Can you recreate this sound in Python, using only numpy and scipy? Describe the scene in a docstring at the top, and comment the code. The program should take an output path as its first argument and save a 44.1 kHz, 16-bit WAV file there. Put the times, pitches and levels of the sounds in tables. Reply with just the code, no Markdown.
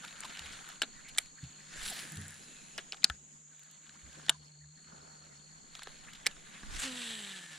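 """Two casts with a fishing reel

A baitcasting reel close by is cranked, disengaged and cast twice from a small boat.
Noise bursts through resonances make the snaps of thumb bar and clutch; uneven noise makes the whirr.
On a cast, noise scraped once a turn makes the spool, sines make it sing, and bright noise is the line.
An electric boat motor hums, decaying sines bump the hull, soft noise laps and rustles,
and insects trill in the trees on the bank: a far chorus of noise and a near singer of gliding strokes.
"""
import sys
import numpy as np
from scipy import signal
from scipy.fft import rfft, irfft, next_fast_len
from scipy.io import wavfile
from scipy.ndimage import uniform_filter1d, map_coordinates

SR = 44100
rng = np.random.default_rng(int(sys.argv[2]) if len(sys.argv) > 2 else 0)


def wav_record(signal):
    """Record a signal, one row per channel, as 16-bit PCM in the file named by sys.argv[1]."""
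    frames = np.transpose(np.atleast_2d(signal))
    bounded = np.clip(frames, -1, 1)
    # unit amplitude maps onto the largest positive 16-bit level
    quanta = np.round(bounded * 32767).astype(np.int16)
    wavfile.write(sys.argv[1], SR, quanta)


N = 334278
T = np.arange(N) / SR  # time of each sample, in seconds

# Levels here set the balance within a table; the functions add their own fixed trims.

# contacts of thumb bar and clutch, each with a larger and a smaller part struck:
# start_s, level_db, tilt_db_per_octave, large_hz, large_db, small_hz, small_db, left_minus_right_db,
# t60_s (time for the burst to fall 60 dB)
CONTACTS = [(0.8185, -28, -3.5, 1540, -39, 2820, -37.5, 5.5, 0.0072),
            (0.823, -34, 1, 1620, -44, 7400, -49, -9, 0.0061),
            (0.8299, -36.5, -7, 1500, -48, 3800, -37.5, 1, 0.041),
            (1.1758, -50, 3, 1870, -45, 7800, -40, -6, 0.007),
            (1.1835, -26.5, 2, 3420, -30.5, 8650, -27.5, 2, 0.003),
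            (1.186, -27, 5, 2130, -32, 7800, -31.5, -4, 0.0068),
            (2.779, -44, 2.5, 2520, -60, 5150, -43, -5, 0.009),
            (2.7814, -36.5, -7.5, 1870, -46, 3620, -64, 4, 0.045),
            (2.788, -46, -5, 1700, -73, 3220, -62, -2, 0.18),
            (2.9223, -47.5, 1.5, 2620, -41, 4680, -38.5, -0.5, 0.0039),
            (2.93, -43.5, -6, 1340, -60, 3330, -54.5, 1, 0.028),
            (3.032, -50, -4, 2170, -51, 3910, -55.5, 5.5, 0.0074),
            (3.0416, -43, 10, 1740, -37, 5640, -26, 8, 0.012),
            (3.0437, -22, 3, 4420, -17, 14000, -39, 1, 0.0052),
            (3.0482, -38, -1, 1280, -52, 4050, -46, 8.5, 0.011),
            (3.099, -37.5, -4.5, 1670, -39, 3330, -52, 6, 0.0086),
            (4.284, -43, -5.5, 1740, -48, 3340, -49.5, 1, 0.016),
            (4.2943, -24, 0.5, 3250, -20.5, 9100, -25.5, 0, 0.0074),
            (4.2952, -33.5, -6, 1035, -38, 1630, -35, 4.5, 0.0056),
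            (4.298, -31.5, 7, 3400, -34, 7260, -31.5, 1.5, 0.0088),
            (6.2606, -39.5, -1, 1860, -38, 3280, -46, 1, 0.01),
            (6.2658, -26.5, 2.5, 2015, -26, 5330, -32.5, -0.5, 0.0033),
            (6.2693, -29, 1, 4270, -34, 8150, -42, -7, 0.014)]
STRUCK_OCTAVES = 0.5  # width of a struck part's ring
SNAP_LOW_HZ, SNAP_TOP_HZ = 247, 9900
RIGHT_LAG_S = .00002  # snaps reach the right side this much later
# ringing of the reel's frame and side plates: pitch_hz, width_hz, level_db
REEL = [(366, 450, -10), (790, 180, -5), (1650, 320, 1), (2520, 780, 4.5), (2940, 150, 5.5),
        (3250, 100, 4.5), (3600, 200, 4), (3965, 170, 0.5), (4990, 2500, -4), (7280, 280, 5.5),
        (8620, 110, -3), (9710, 120, -1), (13250, 730, -1)]
# fingers and line brushing the reel: start_s, level_db, brightness_db, length_s
BRUSHES = [(0.0495, -28.5, 4.5, 0.006), (0.077, -30, 3, 0.016), (0.236, -28, -3.5, 0.0051),
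           (0.247, -25, 6, 0.02), (0.295, -30.5, -4, 0.02), (0.373, -27.5, -0.5, 0.0044),
           (0.394, -23.5, 5, 0.0037), (0.421, -38, -6, 0.0044), (0.458, -29, 2, 0.014),
           (0.523, -29, 2, 0.028), (0.701, -32, -6, 0.0093), (1.085, -31.5, 9, 0.018),
           (1.15, -37, 1, 0.0059), (1.163, -40, -10, 0.0071), (1.195, -40.5, 20, 0.049),
           (1.26, -39, 3, .004), (1.433, -35.5, 2, 0.036), (1.854, -29, 17, 0.015),
           (1.992, -25.5, 5, 0.008), (2.17, -32, 0, 0.009), (2.945, -33, -7.5, 0.0057),
           (2.97, -37.5, 3, 0.0071), (3.895, -35, -6, 0.0035), (4.129, -40, 7, 0.006),
           (4.155, -40, -4, .005), (4.216, -42, -4, .004), (4.258, -42.5, 3.5, .005),
           (4.266, -33.5, -0.5, 0.0032), (5.753, -26.5, 0.5, 0.0051), (5.794, -31, -4, 0.0034),
           (5.821, -33.5, -11.5, 0.008), (5.833, -30, 11.5, 0.0077), (5.873, -30.5, -10, 0.0039),
           (6.134, -32, 6.5, 0.0076), (6.15, -32, 1, 0.017), (6.313, -34, 0, 0.0051),
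           (6.632, -40, -15, 0.012)]
BRUSH_LOW_DB, BRUSH_TOP_DB = -7.5, -15  # bass and treble of a brush of brightness 0
# small bright ticks of line and reel: start_s, level_db
TICKS = [(0.2056, -23.5), (0.6897, -31.5), (1.832, -29), (1.8795, -30), (1.8844, -32), (1.8955, -35),
         (1.9, -26), (1.904, -25), (2.121, -27.5), (2.1573, -32), (2.1725, -30.5), (2.214, -32),
         (2.282, -30), (2.3066, -34), (2.343, -39.5), (3.595, -41), (3.635, -40.5), (3.713, -39)]
# the handle hits its back-stop and rings one note
STOP_S, STOP_DB, STOP_HZ, STOP_T60_S = 3.0995, -34.5, 1320, 0.044

# spells of cranking or of line running through the guides: start_s, end_s, level_db
CRANKS = [(-0.05, .22, -56.5), (.26, .54, -53), (.5, .72, -55.5), (.9, 1.25, -65), (1.45, 1.8, -64),
          (2.42, 2.76, -69.5), (2.75, 3.08, -72), (3.6, 4.3, -67.5), (4.85, 5.35, -71.5), (5.78, 6.35, -61),
          (6.47, 6.8, -58)]
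CRANK_RISE_S, CRANK_FALL_S = 0.095, 0.058  # the handle gathers and loses speed
IDLE_LINE_DB = -78.5  # slack line between spells
WHIRR_WAVER_DB, WHIRR_PATCH_DB, GEAR_RASP_DB = 1.3, 2.5, 2.2
# stray teeth and line coils that click within the whirr
FLICKS_PER_S, FLICK_DB, FLICK_SPREAD_DB = 70, -7, 3

# casts: release_s, stop_s (thumb on the spool), launch_turns_per_s, level_db, fade_db_per_s,
# surge_db, surge_s, scrape_sharpness (no unit), hiss_db, hiss_hz, loose_coils_db, spool_tone_db
CASTS = [(1.883, 2.778, 212, -53.5, 18.5, 6, 0.044, 13, 1.5, 10000, -28, -61),
         (6.861, 7.7, 265, -49.5, 11, 0.5, 0.028, 0.24, -6, 7800, 1.5, -45.5)]
SPIN_UP_S, SPOOL_BRAKE_HZ_PER_S = 0.054, 160
STEADY_RUB = .08  # share of the rub that goes on between scrapes
BLOOM_AFTER_S, BLOOM_S = 0.22, 0.19  # the coils loosen and flutter a moment after release
BLOOM_LOW_HZ, BLOOM_HIGH_HZ = 2800, 4030
COIL_SLAP_SHARPNESS = .7
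HISS_SURGE, HISS_LOOSE = 1.6, 2.6  # the line hisses more in a surge and while its coils are loose
HISS_BROAD_DB, HISS_RING_DB, HISS_WIDTH_HZ = -9, -10, 1000  # broad hiss, and the guides' ring in it
SING_RISE_S, SING_FADE_DB_PER_S = 0.027, 26  # the spool's tone
SING_WAVER_DB, OVERTONE_WAVER_DB = 1.2, 3.5
# the spool tone's fundamental and overtones, in order: level_db
SING_PARTIALS_DB = [1, -9, -18.5, -15.5, -18, -18, -16, -25, -16, -14, -15, -15]

# ringing of the side plates while the reel runs: start_s, end_s, level_db, pitch_hz, width_hz
WHINES = [(0.05, 0.76, -63.5, 1460, 300), (1.744, 2.316, -56.5, 1720, 610), (2.45, 2.74, -70, 2600, 250),
          (2.4, 2.72, -66, 4120, 480), (4.117, 4.274, -65.5, 1637, 400), (6.953, 7.223, -57.5, 1845, 200),
          (7.264, 7.527, -56.5, 1755, 140)]
WHINE_EDGE_S = 0.047
# swishes of rod and line: peak_s, rise_s, fall_s, level_db, hiss_db, hiss_hz
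SWISHES = [(1.83, 0.11, 0.037, -48, -67, 7500), (1.88, 0.057, 0.15, -66, -60, 13000),
           (1.868, 0.023, 0.1, -56, -44.5, 3830), (1.995, 0.036, 0.044, -45, -55, 9600),
           (6.77, 0.043, 0.027, -44.5, -54, 7100), (6.8, 0.013, 0.043, -40.5, -40.5, 7540),
           (6.84, 0.017, 0.019, -37.5, -47, 6800)]
SWISH_WIDTH_HZ, SWISH_FLUTTER_DB = 2400, 2.4
# small squeaks, whines and plops:
# start_s, level_db, pitch_hz, length_s, rise_octaves, roughness (0 is smooth, no unit)
BLIPS = [(0.033, -43, 1447, 0.0267, -0.51, 1.38), (0.226, -43, 1880, 0.017, -0.42, 1.05),
         (0.239, -41, 1020, 0.025, -0.15, 1), (0.927, -56, 1900, 0.1, .07, 0.55),
         (1.029, -51.5, 2206, 0.095, 0.26, 0.9), (1.378, -52, 1700, 0.023, 0.23, 0.7),
         (1.722, -49, 7160, .075, 0.25, .15), (1.905, -46, 725, 0.033, -0.49, 0.4),
         (2.414, -62, 2610, 0.28, -0.28, 0.3), (3.019, -48, 3170, 0.012, 0, 1),
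         (3.509, -64, 1540, 0.041, -0.3, 0.36), (3.946, -59.5, 1096, 0.028, 0.98, 0.6),
         (4.193, -50, 1350, 0.01, -0.022, 0.7), (4.34, -56.5, 1020, 0.028, -0.13, .15),
         (4.607, -63, 1890, 0.023, .2, 0.3), (4.633, -61.5, 1780, 0.019, 0.1, 0.5),
         (4.77, -61, 1860, 0.017, .3, 0.5), (6.067, -48.5, 2070, 0.038, .3, 1.2),
         (6.242, -49, 1955, 0.038, -0.1, 0.74), (6.523, -51, 2194, 0.081, -0.4, 1.1)]
# swings of arms and body: middle_s, half_length_s, clothing_rustle_db, microphone_air_db
SWINGS = [(0.457, 0.48, -65, -65), (1.09, 0.26, -68.5, -63), (1.824, 0.073, -68, -49.5),
          (1.98, 0.4, -61.5, -68), (2.776, 0.4, -66, -68), (4.065, 0.037, -74, -58),
          (4.224, 0.13, -64.5, -90), (6.183, 0.57, -68.5, -62), (6.742, 0.086, -58.5, -43),
          (6.904, 0.41, -63, -86)]

MOTOR_HZ, MOTOR_IDLE_DB, MOTOR_RAMP_S = 152.6, -72.5, 0.021
# pushes of the boat motor: start_s, end_s, level_db
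THRUSTS = [(1.55, 2.4, -76.5), (3.0, 3.52, -80.5), (4.18, 4.75, -64.5), (4.88, 5.58, -72)]
WATER_DB, WATER_DRIFT_DB = -73, -3  # steady lapping round the hull
# dull knocks on the hull, the rod and the water: start_s, level_db, pitch_hz, rise_s, t60_s
BUMPS = [(0.4, -50.5, 71.6, 0.023, 0.4), (0.8301, -46, 260, .001, 0.057), (1.429, -37.5, 130, 0.0056, 0.12),
         (1.434, -45.5, 76, 0.0073, 0.15), (1.783, -48, 44.3, 0.0033, 0.11), (2.11, -46, 153.8, 0.02, 0.55),
         (2.161, -41, 92.6, 0.014, 0.4), (2.175, -47.5, 206.6, 0.0098, .33),
         (3.0995, -32, 146, 0.00084, 0.017), (3.044, -44.5, 217, .001, 0.054),
         (3.103, -43, 64, 0.0016, 0.13), (4.031, -47, 70.7, 0.033, 0.25),
         (4.2951, -29.5, 454, 0.00078, 0.014), (4.296, -47, 654, 0.001, 0.06),
         (4.928, -51, 189, .002, 0.079), (5.872, -42, 424, 0.00085, 0.022),
         (6.265, -39.5, 455, .001, 0.023), (6.266, -34.5, 1230, 0.00063, 0.011),
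         (6.633, -43, 205, 0.0024, 0.045), (6.635, -50, 24.7, .008, 0.54), (6.725, -38, 28, 0.017, 0.28)]
# tones within one knock: pitch_ratio (no unit), level_db
KNOCK_PARTIALS = [(1, 3.5), (1.28, -3), (2.05, -6.5)]
SPLASH_S, SPLASH_DB, SPLASH_RISE_S, SPLASH_FADE_DB_PER_S = 4.94, -57, 0.043, 32.5
SPRAY_HZ, SPRAY_WIDTH_HZ = 1420, 510
SPRAY_DB, SPRAY_RISE_S, SPRAY_FADE_DB_PER_S = -61.5, 0.092, 20

# songs of the near insect: start_s, end_s, level_db
TRILLS = [(0, 2, -66), (3.65, 5.3, -72.5), (4.25, 6.02, -66.5)]
STROKES_PER_S, STROKE_HZ, STROKE_FALL_HZ, TRILL_EDGE_S = 58, 4340, 840, 0.041
# level of the far insects over time: time_s, level_db
CHORUS = [(0, -56.5), (3, -57.5), (4.2, -58.5), (4.4, -64), (4.9, -59.5), (7.58, -60.5)]

# tone colours, the loudness of noise along the pitch range: pitch_hz, level_db
GEAR_TONE = [(290, -42), (500, -6), (896, -4), (1540, 7), (2170, 3), (2700, 0), (3090, 0), (3460, 1),
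             (4230, 0), (5230, -16), (6210, -10), (6760, -7), (7360, -12), (10100, -7), (12000, -20.5),
             (14000, -18), (15000, -36.5)]
SPOOL_TONE = [(200, -16), (600, -7.5), (1200, -5.5), (1550, 2.5), (1750, 2), (1960, 0.5), (2500, 0),
              (3300, -0.5), (4100, -1), (5100, -6.5), (8000, -6), (10500, -10), (15000, -37)]
HISS_TONE = [(2000, -8), (5500, -30), (7800, 13.5), (9000, 5.5), (10200, 10), (11800, -8), (13800, 1),
             (15500, -64)]
WATER_TONE = [(25, -0.5), (80, -15.5), (120, -0.5), (200, 10), (350, -0.5), (600, -1.5), (1100, 0.5),
              (2500, -7), (6000, -7), (9000, -8), (14000, -37)]
CHORUS_TONE = [(5000, -39.5), (6100, -15), (6550, -5), (6880, 2.5), (7250, -6), (7550, -5.5), (8000, -13.5),
               (8400, -23.5), (11000, -51.5)]
SPLASH_TONE = [(150, -3.5), (400, -1.5), (900, 2.5), (1550, -10.0), (2200, -26), (6000, -13.0),
               (14000, -53.5)]
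PUFF_TONE = [(8, -9.5), (18, -4.5), (35, -11.0), (80, -21.5), (200, -33.5), (600, -70.0)]
# how alike left and right are, for near, far and air sounds: pitch_hz, likeness (-1 to 1, no unit)
NEAR = [(130, .9), (300, -0.074), (640, 0.17), (1400, 0.45), (3100, 0.91), (6800, 0.94), (12000, -0.61)]
FAR = [(130, 0.17), (290, 0.69), (640, -0.35), (1400, -0.86), (3100, 0.62), (6800, 0.048), (15000, -0.56)]
PUFF_ALIKE = [(30, 0.088)]
TOP_HZ = 15800  # little is heard above this


def snaps():
    """Each contact is an impact with a short chatter: the reel rings, the two parts that meet most of all."""
    out = np.zeros((2, N))
    t = np.arange(SR // 10) / SR
    for s, db, tilt_db, large_hz, large_db, small_hz, small_db, pan_db, t60 in CONTACTS:
        chatter = rng.standard_normal(len(t)) * amp(-60 * t / t60) * (1 - np.exp(-t / 0.00042))
        chatter[np.searchsorted(t, .0003)] += 2.5  # the sharp first blow
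        # the rod rings on, dully
        rod = band(rng.standard_normal(len(t)), 300, 1720) * amp(-23.0 - 60 * t / 0.098)
        ring = reel_body(even(chatter) + rod, direct_db=-28.5)
        tilted = filtered(ring, lambda hz: amp(tilt_db * np.log2(1 + hz / 1000)))
        whole = band(tilted, SNAP_LOW_HZ, SNAP_TOP_HZ)
        edge = 2 ** (STRUCK_OCTAVES / 2)
        large = unit(band(ring, large_hz / edge, large_hz * edge))
        small = unit(band(ring, small_hz / edge, small_hz * edge))
        snap = amp(db) * unit(whole) + amp(large_db) * large + amp(small_db) * small
        snap = amp(-12.0) * snap
        right = filtered(snap, lambda hz: np.exp(-2j * np.pi * hz * RIGHT_LAG_S))
        add(out, s, np.array([snap * amp(pan_db / 2), right * amp(-pan_db / 2)]))
    return out


def handling():
    """Soft brushes that swell and fade, tiny bright ticks of noise, and the handle's one-note stop."""
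    out = np.zeros((2, N))
    t = np.arange(SR // 10) / SR
    for s, db, bright_db, length in BRUSHES:
        u = t / max(length / 4, .001)
        rub = reel_body(rng.standard_normal(len(t)) * u * np.exp(-u), direct_db=-21.0)
        low = amp(BRUSH_LOW_DB - bright_db) * unit(band(rub, 660, 1950))
        middle = amp(-1.5) * unit(band(rub, 1600, 5700))
        top = amp(BRUSH_TOP_DB + bright_db) * unit(band(rub, 7000, 11700))
        add(out, s - .002, amp(db - 28.0) * (low + middle + top))
    for s, db in TICKS:
        tick = reel_body(rng.standard_normal((2, len(t))) * amp(-60 * t / 0.004), direct_db=-34)
        add(out, s, amp(db - 30.0) * unit(band(tick, 6100, 12300)))
    add(out, STOP_S, amp(STOP_DB - 60 * t / STOP_T60_S) * np.sin(2 * np.pi * STOP_HZ * t))
    return out


def gears():
    """Gear teeth and running line make a fine, uneven whirr with stray clicks in it."""
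    level = np.hypot(amp(IDLE_LINE_DB), spells(CRANKS, CRANK_RISE_S, CRANK_FALL_S))
    unevenness_db = WHIRR_WAVER_DB * wobble(45) + GEAR_RASP_DB * wobble(400)
    whirr = amp(1.0 + unevenness_db) * rush(GEAR_TONE, NEAR, patchy(depth_db=WHIRR_PATCH_DB))
    flicks = (rng.random(N) < FLICKS_PER_S / SR) * amp(FLICK_SPREAD_DB * rng.standard_normal(N))
    clicks = unit(band(reel_body(flicks, direct_db=-23.5), 1380, 5000))
    return level * (whirr + amp(FLICK_DB) * clicks)


def casts():
    """The spool surges, then coasts: it scrapes once a turn and sings at its speed, while line hisses."""
    out = np.zeros((2, N))
    for (release, stop, launch_speed, db, fade_db, surge_db, surge_s, sharpness,
         hiss_db, hiss_hz, coils_db, sing_db) in CASTS:
        age = np.maximum(T - release, 0)
        speed = launch_speed - SPOOL_BRAKE_HZ_PER_S * np.minimum(age, stop - release)
        angle = 2 * np.pi * np.cumsum(speed * (1 + .007 * wobble(60))) / SR
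        surge = surge_db * swell(release, release, surge_s, surge_s)  # in dB

        scrape = np.sqrt(STEADY_RUB + np.exp(2 * sharpness * (np.cos(angle) - 1)))
        # the same rough spots of the bearing come round on every turn
        places = np.linspace(0, 2 * np.pi, 140)
        spots = np.array([np.interp(angle, places, row, period=2 * np.pi)
                          for row in rng.standard_normal((2, 140))])
        friction = rng.standard_normal((2, N)) + .33 * spots
        rub = friction * scrape * amp(1.5 * wobble(250) + 1.2 * wobble(40))
        spool = amp(surge) * rush(SPOOL_TONE, NEAR, rub)

        loosest = release + BLOOM_AFTER_S
        loose = amp(coils_db) * swell(loosest, loosest, BLOOM_S, 2 * BLOOM_S)
        slap = np.exp(COIL_SLAP_SHARPNESS * (np.cos(angle) - 1))  # the coils strike once a turn
        coils = loose * unit(band(rub[1] * slap, BLOOM_LOW_HZ, BLOOM_HIGH_HZ))

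        line = rng.standard_normal((2, N)) * scrape
        broad = amp(HISS_BROAD_DB) * rush(HISS_TONE, NEAR, line)
        guide_ring = amp(HISS_RING_DB) * resonance(line[1], hiss_hz, HISS_WIDTH_HZ)
        hiss_gain = amp(hiss_db + HISS_SURGE * surge) * np.hypot(1, HISS_LOOSE * loose)
        hiss = hiss_gain * (broad + guide_ring)

        running = swell(release - SPIN_UP_S / 2, stop, SPIN_UP_S + surge_s / 2, 0.022)
        level = amp(db + 4.0 - fade_db * age) * running

        tone = np.zeros(N)
        for k, partial_db in enumerate(SING_PARTIALS_DB, 1):
            # the third and up also waver, each on its own
            waver_db = OVERTONE_WAVER_DB * (k > 2) * wobble(11)
            tone += amp(partial_db + waver_db) * np.sin(k * angle)
        sing = amp(sing_db - SING_FADE_DB_PER_S * age + SING_WAVER_DB * wobble(19))
        sing = sing * swell(release, stop, SING_RISE_S, 0.024)
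        # the tone is slightly louder on the right
        out += level * (spool + coils + hiss) + sing * tone * amp([[-1], [1]])
    return out


def whines():
    """The running reel keeps its side plates ringing: narrow, wavering bands of noise."""
    out = np.zeros(N)
    for start, end, db, hz, width_hz in WHINES:
        ring = resonance(rng.standard_normal(N), hz, width_hz)
        out += amp(db) * swell(start, end, WHINE_EDGE_S, WHINE_EDGE_S) * ring
    return out


def swishes():
    """The rod whips forward and drags the line through air and guides: fluttering swells of noise."""
    out = np.zeros((2, N))
    for s, rise_s, fall_s, db, hiss_db, hiss_hz in SWISHES:
        hiss = resonance(rng.standard_normal(N), hiss_hz, SWISH_WIDTH_HZ)
        flutter = unit(amp(SWISH_FLUTTER_DB * (wobble(110) + wobble(500))))
        sound = amp(db) * rush(SPOOL_TONE, NEAR) + amp(hiss_db) * hiss
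        out += flutter * swell(s, s, rise_s, fall_s) * sound
    return out


def blips():
    """Short tones that glide; the rough ones scatter in pitch."""
    out = np.zeros((2, N))
    for s, db, hz, length, octaves, rough in BLIPS:
        u = np.linspace(0, 1, int(length * SR))
        scatter = unit(uniform_filter1d(rng.standard_normal(SR // 2), size=30))[:len(u)]
        pitch = hz * 2 ** (octaves * (u - .5)) * (1 + 0.186 * rough * scatter)
        tone = np.sin(2 * np.pi * np.cumsum(pitch) / SR)
        add(out, s, amp(db - 1.5) * np.sin(np.pi * u) * tone)
    return out


def angler():
    """Each swing of the body rustles clothing and pushes air over the microphone."""
    rustle, air = np.zeros(N), np.zeros(N)
    for s, half_length, rustle_db, air_db in SWINGS:
        motion = swell(s, s, half_length, half_length)
        rustle = np.hypot(rustle, amp(rustle_db) * motion)
        air = np.hypot(air, amp(air_db) * motion)
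    puffs = rush(PUFF_TONE, PUFF_ALIKE)
    return rustle * wash() + air * puffs * amp([[-3], [2]])


def boat():
    """A wavering motor hum with a tone an octave below, lapping noise, and knocks of decaying tones."""
    phase = 2 * np.pi * np.cumsum(MOTOR_HZ + 3.95 * wobble(22)) / SR
    waver_db = 1.3 * wobble(16)
    effort = amp(MOTOR_IDLE_DB) + spells(THRUSTS, MOTOR_RAMP_S, MOTOR_RAMP_S)
    octave_below = amp(-15.5 + 4.8 * wobble(18.0)) * np.sin(phase / 2)
    hum = effort * amp(5.0 + waver_db) * (np.sin(phase) + octave_below)
    out = hum + amp(WATER_DB + WATER_DRIFT_DB * wobble(3.427)) * wash()
    t = np.arange(SR // 2) / SR
    for s, db, hz, rise, t60 in BUMPS:
        knock = np.zeros(len(t))
        for ratio, level_db in KNOCK_PARTIALS:
            start_phase = rng.uniform(0, 2 * np.pi)
            fading = amp(level_db - 60 * t * ratio / t60)  # higher tones die sooner
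            knock += fading * np.sin(2 * np.pi * hz * ratio * t + start_phase)
        add(out, s, amp(db) * (1 - np.exp(-t / rise)) * knock)
    return out


def splash():
    """A soft, spattering wash of noise across the water, and the spray that lingers after it."""
    age = np.maximum(T - SPLASH_S, 0)
    level = amp(SPLASH_DB - SPLASH_FADE_DB_PER_S * age) * swell(SPLASH_S, np.inf, SPLASH_RISE_S, 1)
    spatter = unit(amp(3.6 * wobble(300)))
    spray_level = amp(SPRAY_DB - SPRAY_FADE_DB_PER_S * age) * swell(SPLASH_S, np.inf, SPRAY_RISE_S, 1)
    spray = spray_level * resonance(rng.standard_normal((2, N)), SPRAY_HZ, SPRAY_WIDTH_HZ)
    return spatter * (spray + level * rush(SPLASH_TONE, FAR))


def insects():
    """A far chorus, and a near singer whose wing strokes each fall in pitch, in runs with one left out."""
    chorus_db = np.interp(T, *np.transpose(CHORUS)) + 0.62 * wobble(48)
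    chorus = amp(chorus_db) * rush(CHORUS_TONE, FAR)
    # number of the wing stroke, and how far through it we are (0 to 1)
    stroke, u = np.divmod(np.cumsum(STROKES_PER_S + 1.5 * wobble(18)) / SR, 1)
    rests = np.cumsum(rng.integers(9, 19, size=80))
    gate = np.sin(np.pi * u) ** 3 * ~np.isin(stroke, rests)
    pitch_hz = STROKE_HZ - STROKE_FALL_HZ * (u - .5) + 35 * wobble(60)
    song = unit(gate * np.sin(2 * np.pi * np.cumsum(pitch_hz) / SR))
    # the direct song is slightly louder on the left
    song = song * amp([[1], [-1]]) + amp(-12.0) * bank(song[None], t60=0.17)
    singing = spells(TRILLS, TRILL_EDGE_S, TRILL_EDGE_S) * amp(2.1 * wobble(27))
    return chorus + singing * song


def bank(x, t60):
    """A faint scattered answer from the boat and the trees: x smeared by fading noise."""
    t = np.arange(SR // 2) / SR
    tail = band(rng.standard_normal((2, len(t))), 300, 6000)
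    tail = tail * amp(-60 * t / t60) * (1 - np.exp(-t / 0.00596))
    return signal.fftconvolve(x, tail / np.linalg.norm(tail[0]), axes=1)[:, :N]


def wash():
    """A soft, patchy noise, shared by water and cloth."""
    return amp(8.0 + 1.35 * wobble(13)) * rush(WATER_TONE, FAR, patchy(depth_db=3.5))


def reel_body(x, direct_db):
    """The reel's resonances, plus the direct sound of the contact."""
    def response(f):
        ringing = sum(amp(db) * 1j * f * width / (hz * hz - f * f + 1j * f * width)
                      for hz, width, db in REEL)
        return amp(direct_db) + ringing
    return filtered(x, response)


def resonance(x, hz, width_hz):
    """x through one resonance with steep skirts, at rms 1."""
    return unit(filtered(x, lambda f: (1j * f * width_hz / (hz * hz - f * f + 1j * f * width_hz)) ** 2))


def rush(spectrum, alike, source=None):
    """Coloured stereo sound of rms 1, from white noise unless a source is given."""
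    source = rng.standard_normal((2, N)) if source is None else source

    def response(hz):
        turn = np.arccos(np.clip(along(alike, hz), -1, 1)) / 2
        return amp(along(spectrum, hz)) * [np.cos(turn), np.sin(turn)]
    mid, side = filtered(source, response)
    return unit(np.array([mid + side, mid - side]))


def patchy(depth_db):
    """White noise with brief random patches of colour."""
    z = signal.stft(rng.standard_normal((2, N)), nperseg=512)[2]
    field = uniform_filter1d(rng.standard_normal(z.shape[1:]), size=7, axis=0)
    field = uniform_filter1d(field, size=5, axis=1)
    return signal.istft(z * amp(depth_db * unit(field)), nperseg=512)[1][:, :N]


def even(x):
    """Level out the chance peaks and holes in the spectrum of a short burst."""
    power = np.abs(uniform_filter1d(np.abs(rfft(x)) ** 2, size=45))
    gain = np.sqrt(power.mean() / (power + 1e-12))
    return filtered(x, lambda hz: np.interp(hz, np.fft.rfftfreq(len(x), 1 / SR), gain))


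def swell(start, end, rise_s, fall_s):
    """Gain that rises smoothly to 1 at start, holds until end and falls away."""
    before, after = np.minimum(T - start, 0), np.maximum(T - end, 0)
    return np.exp(-(before / rise_s) ** 2 - (after / fall_s) ** 2)


def spells(rows, rise_s, fall_s):
    """Gain of a source that sounds in spells; where they overlap the louder one counts."""
    return np.max([amp(db) * swell(start, end, rise_s, fall_s) for start, end, db in rows], axis=0)


def wobble(rate):
    """A smooth random curve, with rate random points a second."""
    return map_coordinates(rng.standard_normal(int(N * rate / SR) + 4), [T * rate])


def band(x, lo_hz, hi_hz):
    """Keep mainly the pitches between two limits."""
    limits = [lo_hz, min(hi_hz, SR / 2 - 1)]
    return signal.sosfilt(signal.butter(3, limits, 'band', fs=SR, output='sos'), x)


def filtered(x, response):
    """x times a complex response of frequency."""
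    n = x.shape[-1]
    m = next_fast_len(n + SR // 10)  # spare room, so that ringing can die away
    return irfft(rfft(x, m) * response(np.fft.rfftfreq(m, 1 / SR)), m)[..., :n]


def along(points, hz):
    """Read a value off (Hz, value) points on a log pitch axis."""
    f, v = np.transpose(points)
    return np.interp(np.log(hz + 1), np.log(f + 1), v)


def amp(db):
    """Decibels to gain."""
    return 10 ** (np.asarray(db) / 20)


def unit(x):
    """Scale to rms 1."""
    return x / np.sqrt(np.mean(x ** 2) + 1e-20)


def add(track, s, sound):
    """Mix a sound in at time s."""
    i = round(s * SR)
    track[:, i:i + sound.shape[-1]] += sound[..., :N - i]


def scene():
    """The reel close by, the boat below, the bank around."""
    reel = snaps() + handling()
    reel_and_echo = reel + amp(-35.0) * bank(reel, t60=0.16)
    casting = gears() + casts() + whines() + swishes() + blips() + angler()
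    return reel_and_echo + casting + boat() + splash() + insects()


def record(dry):
    """Round off the highest peaks and cut steeply above the top pitch."""
    held = dry / (1 + (dry / .86) ** 12) ** (1 / 12)
    return filtered(held, lambda hz: 1 / np.sqrt(1 + (hz / TOP_HZ) ** 120))


dry = scene()
out = record(dry)
wav_record(out)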